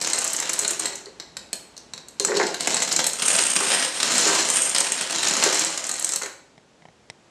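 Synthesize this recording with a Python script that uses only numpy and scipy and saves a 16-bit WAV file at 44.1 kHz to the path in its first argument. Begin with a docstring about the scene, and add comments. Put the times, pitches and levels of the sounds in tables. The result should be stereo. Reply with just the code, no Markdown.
"""Dominoes topple on a wooden bedroom floor over room tone and hiss: first a quick chain, then a slow climb up
steps with knocks on a cardboard box, two collapsing stacks, a last chain, and ticks on a hand-held camera.
Each blow is an impulse plus a rough scrape that excites resonances: light tiles clack broadly, dense tiles ring,
floor boards and box boom under them. The room adds two early echoes and a short tail; the camera stays dry."""
import sys
import numpy as np
from scipy import signal
from scipy.fft import rfft, irfft
from scipy.io import wavfile
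from scipy.ndimage import uniform_filter1d

SR = 44100
rng = np.random.default_rng(int(sys.argv[2]) if len(sys.argv) > 2 else 0)


def output_pcm(signal):
    """Save a mono or channel-first signal as 16-bit PCM at the path in sys.argv[1].

    Samples are clipped to [-1, 1] before scaling.
    """
    pcm = np.clip(np.atleast_2d(signal).T, -1, 1) * 32767
    wavfile.write(sys.argv[1], SR, np.round(pcm).astype(np.int16))


N = 321930

# Resonances of a light tile's edge. Each row: frequency in Hz, width in Hz, relative level in dB.
LIGHT_EDGE = [(7800, 700, 0), (6600, 700, -6), (9900, 1600, -21)]
# Resonances of the air in the box. Each row: frequency in Hz, width in Hz, relative level in dB.
BOX_AIR = [(389.5, 47, 0.5), (465, 52, -7), (548.5, 41, -8), (313, 12, -8.5)]
# Resonances of the cardboard lid. Each row: frequency in Hz, width in Hz, relative level in dB.
BOX_LID = [(887, 250, -8.5), (1397, 510, -9.5), (1950, 400, -6.5)]
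# Runs of rattle. Each row: crest in seconds, swell in seconds, fade in seconds, nominal edge level at the crest
# in dB, then flat slaps, boards and box in dB relative to it, knocks per second, share of dense tiles (0-1).
RUNS = [(.05, 0.57, 0.7, -37, -2.5, -56, -24, 820, 0.06), (.74, 0.3, 0.28, -40, -1.5, -50, -5.5, 560, 0.01),
        (2.36, 0.15, 0.19, -39.5, 1.5, -1.5, 5.5, 1080, 0),
        (2.82, 0.28, 0.38, -34, -1.5, -10, -36.5, 530, 0.05),
        (3.309, 0.16, 0.72, -27.5, -8.5, -27.5, -47.5, 1510, 0.92),
        (3.719, 0.12, 0.29, -34.5, -1, -22.5, -28.5, 1050, 0.28),
        (4.222, 0.27, 0.42, -31.5, -3.5, -18.5, -18.5, 3300, 0.11),
        (4.58, 0.082, 0.18, -29.5, -12.5, -35, -34, 1900, 0.96),
        (4.8, 0.2, 0.32, -34.5, -4.5, -47, -22.5, 630, 0.58),
        (5.461, 0.6, 0.37, -32, -2.5, -25.5, -16.5, 1640, 0.16),
        (6.1, 0.56, 0.098, -41, -4, -47, -33, 840, 0.07)]

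LEAD = 512  # samples kept ahead of the direct sound in a room reply
LEANS, LEAN_SAMPLES = 6, 512
LEAN_AT = np.repeat(rng.integers(0, LEANS, N // LEAN_SAMPLES + 1), LEAN_SAMPLES)[:N]  # lean of the struck tile
GRIT = rng.standard_normal(N)  # roughness of the touching faces


def gain_of(db):
    """Amplitude gain of a level in dB."""
    return 10 ** (np.asarray(db) / 20)


def evened(x):
    """Scale to an rms of 1."""
    return x / np.sqrt(np.mean(x ** 2) + 1e-20)


def read(points, hz):
    """Interpolate a (Hz, value) curve along log frequency."""
    f, value = np.transpose(points)
    return np.interp(np.log(hz + 1), np.log(f + 1), value)


def ring(modes, pitch=1, order=3):
    """Causal impulse response of steep resonances whose powers add, energy 1."""
    f = abs(np.fft.fftfreq(8192, 1 / SR))
    power = sum(gain_of(2 * db) / (1 + 0.6 * ((f - hz * pitch) / width) ** 2) ** order
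                for hz, width, db in modes)
    log_gain = np.log(power + 1e-9) / 2
    minimum_phase = -signal.hilbert(log_gain).imag
    x = np.fft.ifft(np.exp(log_gain + 1j * minimum_phase)).real[:4096]
    return x / np.linalg.norm(x)


def force_db(peak_db, modes):
    """Level of the bare impulse that makes these modes ring up to peak_db."""
    return peak_db - 20 * np.log10(abs(ring(modes)).max())


def contact(seconds, db, scrape_s, rough=0.75):
    """Force of blows: a sharp impulse and a rough scrape that decays with time constant scrape_s."""
    impulses = np.zeros(N)
    at = np.clip((seconds * SR).astype(int), 0, N - 1)
    np.add.at(impulses, at, gain_of(db))
    decay = np.exp(-np.arange(400) / (scrape_s * SR))
    scrape = signal.oaconvolve(impulses, decay / np.linalg.norm(decay))[:N] * GRIT
    return impulses + rough * scrape


def hush():
    """Room tone and microphone hiss: shaped noise, partly shared by the channels, that sinks and then returns."""
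    # Noise spectrum. Each row: frequency in Hz, relative level in dB.
    spectrum_db = [(25, -39), (54, -8.5), (87, -11.5), (173, -6.5), (353, -6.5), (907, -12.5),
                   (1080, -15.5), (7700, -25), (11000, -41.5), (14300, -83.5)]
    # Course of the noise. Each row: time in seconds, rms level in dB.
    course_db = [(2.2, -48), (6.5, -53), (6.75, -53.5), (7.3, -52)]
    even_n = N + N % 2
    z = rfft(rng.standard_normal((2, even_n)))
    hz = np.fft.rfftfreq(even_n, 1 / SR)
    shared = np.array([z[0], 0.3 * z[0] + 0.95 * z[1]])
    level = gain_of(np.interp(np.arange(N) / SR, *np.transpose(course_db)))
    noise = evened(irfft(shared * gain_of(read(spectrum_db, hz))))
    return level * noise[:, :N]


def pair(z):
    """Two spectra as alike as close microphone ports allow; the unlike part is a quarter turn early or late."""
    # Each row: frequency in Hz, left-right likeness (0-1).
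    likeness = [(60, 0.072), (180, 0.91), (550, 0.9), (5000, 0.79), (6500, 0.96), (8500, 0.026),
                (12000, 0.6)]
    # Each row: frequency in Hz, left minus right in dB.
    left_minus_right_db = [(100, 4.5), (600, 3), (2000, 0.4), (8000, -1)]
    hz = np.fft.rfftfreq(2 * len(z[0]) - 2, 1 / SR)
    same = np.clip(read(likeness, hz), 0, 1)
    tilt = gain_of(read(left_minus_right_db, hz) / 2)
    unlike = rng.choice([-1j, 1j]) * np.sqrt(1 - same ** 2) * z[1]
    return np.array([z[0] * tilt, (same * z[0] + unlike) / tilt])


def reply():
    """Room impulse response: direct sound, two early echoes, and sparse taps dying band by band."""
    # Decay of the tail. Each row: frequency in Hz, time to fall 60 dB in seconds.
    t60_s = [(200, 0.067), (530, 0.54), (1390, 0.5), (3680, 0.48), (9700, 0.4)]
    # Colour of the tail. Each row: frequency in Hz, relative level in dB.
    colour_db = [(300, 9.5), (1500, 4), (4500, 3), (9000, 0)]
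    tail_db, build_s = -3, 0.0023  # the tail gathers as far walls answer
    echo_s, echo_db = 0.0122, -15.5  # to and fro between hard faces nearby
    taps = np.zeros((2, SR))
    at = np.arange(200, SR - 20, 20) + rng.integers(0, 20, (2, (SR - 201) // 20))
    np.put_along_axis(taps, at, rng.choice([-1., 1.], at.shape), 1)
    hz, t, z = signal.stft(taps, SR, nperseg=256)
    band_db = read(colour_db, hz)[:, None] - 60 * t / read(t60_s, hz)[:, None]
    tail = signal.istft(z * gain_of(band_db), SR, nperseg=256)[1][:, :SR]
    tail *= 1 - np.exp(-np.arange(SR) / (build_s * SR))
    tail *= gain_of(tail_db) / np.linalg.norm(tail[0])
    tail[:, 0] += 1  # direct sound
    for trips in (1, 2):
        tail[:, round(trips * echo_s * SR)] += gain_of(echo_db)
    return np.roll(irfft(pair(rfft(tail))), LEAD, 1)


def room(x):
    """Blows land in changing places, so three replies of the room take turns."""
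    turn = 2 * np.pi * 2.3 * np.arange(N) / SR  # 2.3 rounds a second
    shares = [np.maximum(np.cos(turn + 2 * np.pi * k / 3) + 0.5, 0) for k in range(3)]
    total = np.sqrt(sum(w ** 2 for w in shares))
    return sum(signal.fftconvolve((x * w / total)[None], reply(), axes=1)[:, LEAD:LEAD + N] for w in shares)


def camera():
    """Fingers tick on the camera, dry and close: blows ring its casing and, rougher, its button."""
    # Each row: start in seconds, level in dB, treble in dB relative to it.
    ticks = [(6.579, -33.5, -19), (6.822, -37, -22), (6.854, -29, -30), (6.886, -36.5, -22), (7.1, -23, -9)]
    # Camera body. Each row: frequency in Hz, width in Hz, relative level in dB.
    casing = [(153, 50, 4.5), (730, 214, 3), (2040, 240, 1), (3020, 270, -10)]
    # Camera button. Each row: frequency in Hz, width in Hz, relative level in dB.
    button = [(5500, 500, 7), (3760, 490, 6), (7900, 1000, -5)]
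    s, db, treble_db = np.transpose(ticks)
    body_force = contact(s, force_db(db, casing), 0.0048, rough=0.81)
    button_force = contact(s, force_db(db + treble_db, button), 0.0023, rough=4.8)
    return (signal.oaconvolve(body_force, ring(casing)) + signal.oaconvolve(button_force, ring(button)))[:N]


def box():
    """Tiles drop flat on hollow cardboard; the lid rings and the air inside takes some milliseconds to swell."""
    # Each row: start in seconds, hollow level in dB, lid in dB relative to it.
    knocks = [(1.066, -34.5, -1.5), (2.201, -20.5, -6), (2.286, -25.5, 5), (2.295, -14.5, -10.5),
              (2.319, -21.5, 8.5), (2.368, -27, 2.5), (2.399, -19.5, 10.5), (2.413, -39, 26.5),
              (3.607, -24, 10), (4.263, -19, -8), (4.298, -22.5, -4.5), (5.46, -14.5, -6),
              (5.483, -23.5, -8), (6.217, -42, 21), (6.233, -29.5, 1)]
    s, db, lid_db = np.transpose(knocks)
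    air_force = contact(s, force_db(db, BOX_AIR), 0.0037, rough=0.12)
    lid_force = contact(s, force_db(db + lid_db, BOX_LID), 0.0091, rough=1.45)
    air = signal.oaconvolve(air_force, ring(BOX_AIR, order=5))
    return (air + signal.oaconvolve(lid_force, ring(BOX_LID)))[:N]


def dense_share():
    """Share of dense tiles among those falling at each moment, smoothed over 0.1 s."""
    t = np.arange(N) / SR
    share = np.max([dense * (t > crest - swell) * (t < crest + fade)
                    for crest, swell, fade, *_, dense in RUNS], axis=0)
    return np.clip(uniform_filter1d(share, size=SR // 10), 0, 1)


def leaning(modes, pitch, favour_db):
    """Ring of a tile that leans its own way: a little off pitch, its modes unevenly struck."""
    uneven = [(hz, width, db + favour_db * rng.standard_normal()) for hz, width, db in modes]
    return ring(uneven, pitch)


def tiles(s, edge_db, slap_db, boards_db, box_db, damped=1, favour_db=5):
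    """Blows ring the tile edge, its flat face, the floor boards and the box nearby."""
    # Resonances of dense edge, light face, dense face and floor boards.
    # Each row: frequency in Hz, width in Hz, relative level in dB.
    dense_edge = [(8330, 200, 0), (8620, 200, -3), (9480, 260, -9), (6900, 1300, -13), (10300, 700, -24)]
    light_face = [(4150, 330, 16), (5350, 900, 10.5), (1474, 1470, 9), (2950, 770, 7)]
    dense_face = [(3030, 850, 3), (1600, 1270, 0.5), (5333, 1230, 5.5)]
    boards = [(185, 20, 12), (253, 120, -1.5), (306.6, 4.8, -0.5), (680, 540, 1), (1120, 58, 4.5)]
    lid_db = -34.5  # lid against the air of the box
    dense = dense_share()
    edge = contact(s, edge_db - 5, 0.0018, rough=1.6)  # mostly scrape
    slap = contact(s, edge_db + slap_db - 3, 0.0025, rough=1.5)
    floor = contact(s, edge_db + boards_db, 0.0023)
    hollow = contact(s, edge_db + box_db, 0.00034)
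    parts = [(edge * np.sqrt(dense), ring(dense_edge)),
             (slap * np.sqrt(dense), ring(dense_face)),
             (floor, ring(boards)),
             (hollow, ring(BOX_AIR) + gain_of(lid_db) * ring(BOX_LID))]
    for lean, pitch in enumerate(np.linspace(0.95, 1.05, LEAN_AT.max() + 1)):
        light = np.sqrt(1 - dense) * (LEAN_AT == lean)
        parts.append((edge * light, leaning(LIGHT_EDGE, pitch * damped, 2.1)))
        parts.append((slap * light, leaning(light_face, np.sqrt(pitch), favour_db)))
    return sum(signal.oaconvolve(force, modes)[:N] for force, modes in parts)


def rattle():
    """Many small uneven knocks among sliding and settling tiles; the more there are, the smaller each."""
    uneven_db, largest = 8.5, 2.6  # spread of knock sizes; their cap in spreads
    arch_db, bend = 19.5, 2.34  # fall one swell before or one fade after the crest; power of the curve
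    t, knocks = np.arange(N) / SR, []
    size_db = uneven_db * np.minimum(rng.exponential(1, N), largest)
    size_db -= 10 * np.log10(np.mean(gain_of(2 * size_db)))  # mean power 1
    for crest, swell, fade, level_db, slap_db, boards_db, box_db, per_s, _ in RUNS:
        at = np.flatnonzero(rng.random(N) < per_s / SR)
        s = t[at]
        fall_db = arch_db * (abs(s - crest) / np.where(s < crest, swell, fade)) ** bend
        edge_db = level_db - np.minimum(fall_db, 200) + size_db[at] + 10 * np.log10(SR / per_s)
        knocks.append([s, edge_db, 0 * s + slap_db, 0 * s + boards_db, 0 * s + box_db])
    # edges of heaped tiles ring lower than those of standing ones
    return tiles(*np.concatenate(knocks, axis=1), damped=0.937, favour_db=2)


def clacks():
    """Each falling tile strikes, then rebounds twice a few milliseconds later."""
    # Clear clacks. Each row: start in seconds, nominal edge level in dB, flat slap in dB relative to it.
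    strikes = [(0.014, -13, -3), (0.0226, -11, -12), (0.0461, -14, -3), (0.0726, -11, -8.5),
               (0.0996, -11, -9), (0.1331, -5, -9), (0.158, -18.5, -25), (0.186, -6.5, -30.5),
               (0.2035, -31.5, -29), (0.2175, -18.5, -33), (0.2431, -8, -43), (0.2764, -7.5, -24.5),
               (0.305, -15, -25), (0.3327, -8.5, -19), (0.3647, -10, -27), (0.4, -9, -17.5),
               (0.4246, -16.5, 2), (0.494, -10, -9.5), (0.533, -8, -13.5), (0.591, -1, -20),
               (0.6479, -13.5, -0.5), (0.679, -7, -39), (0.708, -6, -30), (0.7951, -8.5, -49),
               (0.8564, -9.5, -2.5), (0.9551, -16, -29), (1.058, -31, 3), (1.1995, -23.5, 3.5),
               (1.3687, -16, -2.5), (1.5304, -9, -4.5), (1.767, -30, 1.5), (1.7777, -26.5, 1.5),
               (1.9359, -21, 3), (1.9783, -25.5, 0.5), (2.085, -23, -10), (2.1984, -4, -6.5),
               (2.2491, -1.5, -14), (2.369, -10, 1.5), (2.468, -11.5, -3), (2.544, -16, 1.5),
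               (2.607, -6.5, -3), (2.673, -4, -5), (2.7203, -14, -22), (2.7442, -3, -7), (2.8, -16, -21.5),
               (2.82, -14, -10.5), (2.828, -6.5, -13), (2.89, -13.5, -9), (2.9175, -13, 3.5),
               (2.9256, -3, -17.5), (2.963, -6, -11), (2.9916, -8, 0.5), (3.042, -5.5, -2.5),
               (3.066, -3.5, -13.5), (3.069, -4, -14), (3.1337, -12, -23), (3.1953, -18, 4),
               (3.221, -9.5, -3), (3.261, -4.5, -27), (3.281, -4.5, -10.5), (3.332, -6, -22),
               (3.35, -10, -0.5), (3.363, -6, -28), (3.3873, -12.5, 3.5), (3.466, -14, -14.5),
               (3.563, -7, -0.5), (3.603, -11.5, -8), (3.6966, -16, -6), (3.825, -21.5, 10),
               (3.848, -15, -15.5), (4.002, -15, 2.5), (4.03, -7.5, -2.5), (4.1814, -6, -7),
               (4.211, -10.5, -16), (4.2745, -8.5, -9.5), (4.487, -8, -14), (4.5012, -2, -13.5),
               (4.538, -8.5, -14), (4.57, -4.5, -10), (4.6195, -2.5, -38), (4.695, -5, -32.5),
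               (4.748, -5, -4), (4.762, -9.5, 3), (4.7833, -1.5, -10), (4.804, -1, -22.5),
               (4.9204, -4.5, -11), (5.011, -9, -6), (5.107, -14.5, -8), (5.2318, -9.5, 0.5),
               (5.2853, -6, -14), (5.3368, -8.5, -12.5), (5.3682, -6, -8), (5.4256, -19, 6.5),
               (5.438, -1, -9.5), (5.545, -7, -13), (5.593, -5.5, -43), (5.6478, -4.5, -21),
               (5.7757, -12, -6), (5.8413, -13.5, -21), (5.8665, -13, -29), (5.893, -11.5, -7),
               (5.914, -8, -15), (5.94, -12.5, -13), (5.965, -17, -21), (5.9957, -7.5, -26),
               (6.0247, -15, -37), (6.0459, -2.5, -16.5), (6.0674, -26, -9), (6.091, -5, -13),
               (6.12, -11.5, -15), (6.136, -6.5, -15), (6.1597, -5.5, -14), (6.22, -11.5, -6),
               (6.2334, -11, -4.5), (6.2604, -16.5, -3)]
    # on steps and in heaps, tiles are caught and rebound weaker
    steps_start_s, steps_end_s, step_db = 0.9, 6.4, -5
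    s, edge_db, slap_db = np.tile(np.transpose(strikes), 3)
    chance = rng.random((len(strikes), 4)).T
    none = 0 * chance[0]
    later_s = np.concatenate([none, 0.0018 + 0.001 * chance[0], 0.0044 + 0.0015 * chance[1]])
    weaker_db = np.concatenate([none, -0.8 - 7 * chance[2], -3.5 - 9 * chance[3]])
    weaker_db += step_db * (later_s > 0) * (s > steps_start_s) * (s < steps_end_s)
    blow_db = force_db(edge_db + weaker_db, LIGHT_EDGE)
    return tiles(s + later_s, blow_db, slap_db, boards_db=slap_db - 18.5, box_db=slap_db - 43.0)


def scene():
    """Tiles and box sound in the room; camera ticks and hush are added without it."""
    thin = signal.butter(6, 145, "high", fs=SR, output="sos")  # the blows carry no deep bass below about 145 Hz
    blows = clacks() + box() + rattle()
    return room(signal.sosfilt(thin, blows)) + camera() + hush()


def record(dry):
    """Microphone colour, then the band limit."""
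    # Microphone response. Each row: frequency in Hz, gain in dB.
    response_db = [(9000, -2), (12000, 3), (16000, -7)]
    edge_hz = 16400
    hz = np.fft.rfftfreq(1024, 1 / SR)
    colour = np.roll(irfft(gain_of(read(response_db, hz))), 512) * np.hanning(1024)
    coloured = signal.oaconvolve(dry, colour[None], "same")
    band_limit = signal.firwin(511, edge_hz, window=("kaiser", 9), fs=SR)
    return signal.oaconvolve(coloured, band_limit[None], "same")


dry = scene()
out = record(dry)
output_pcm(out)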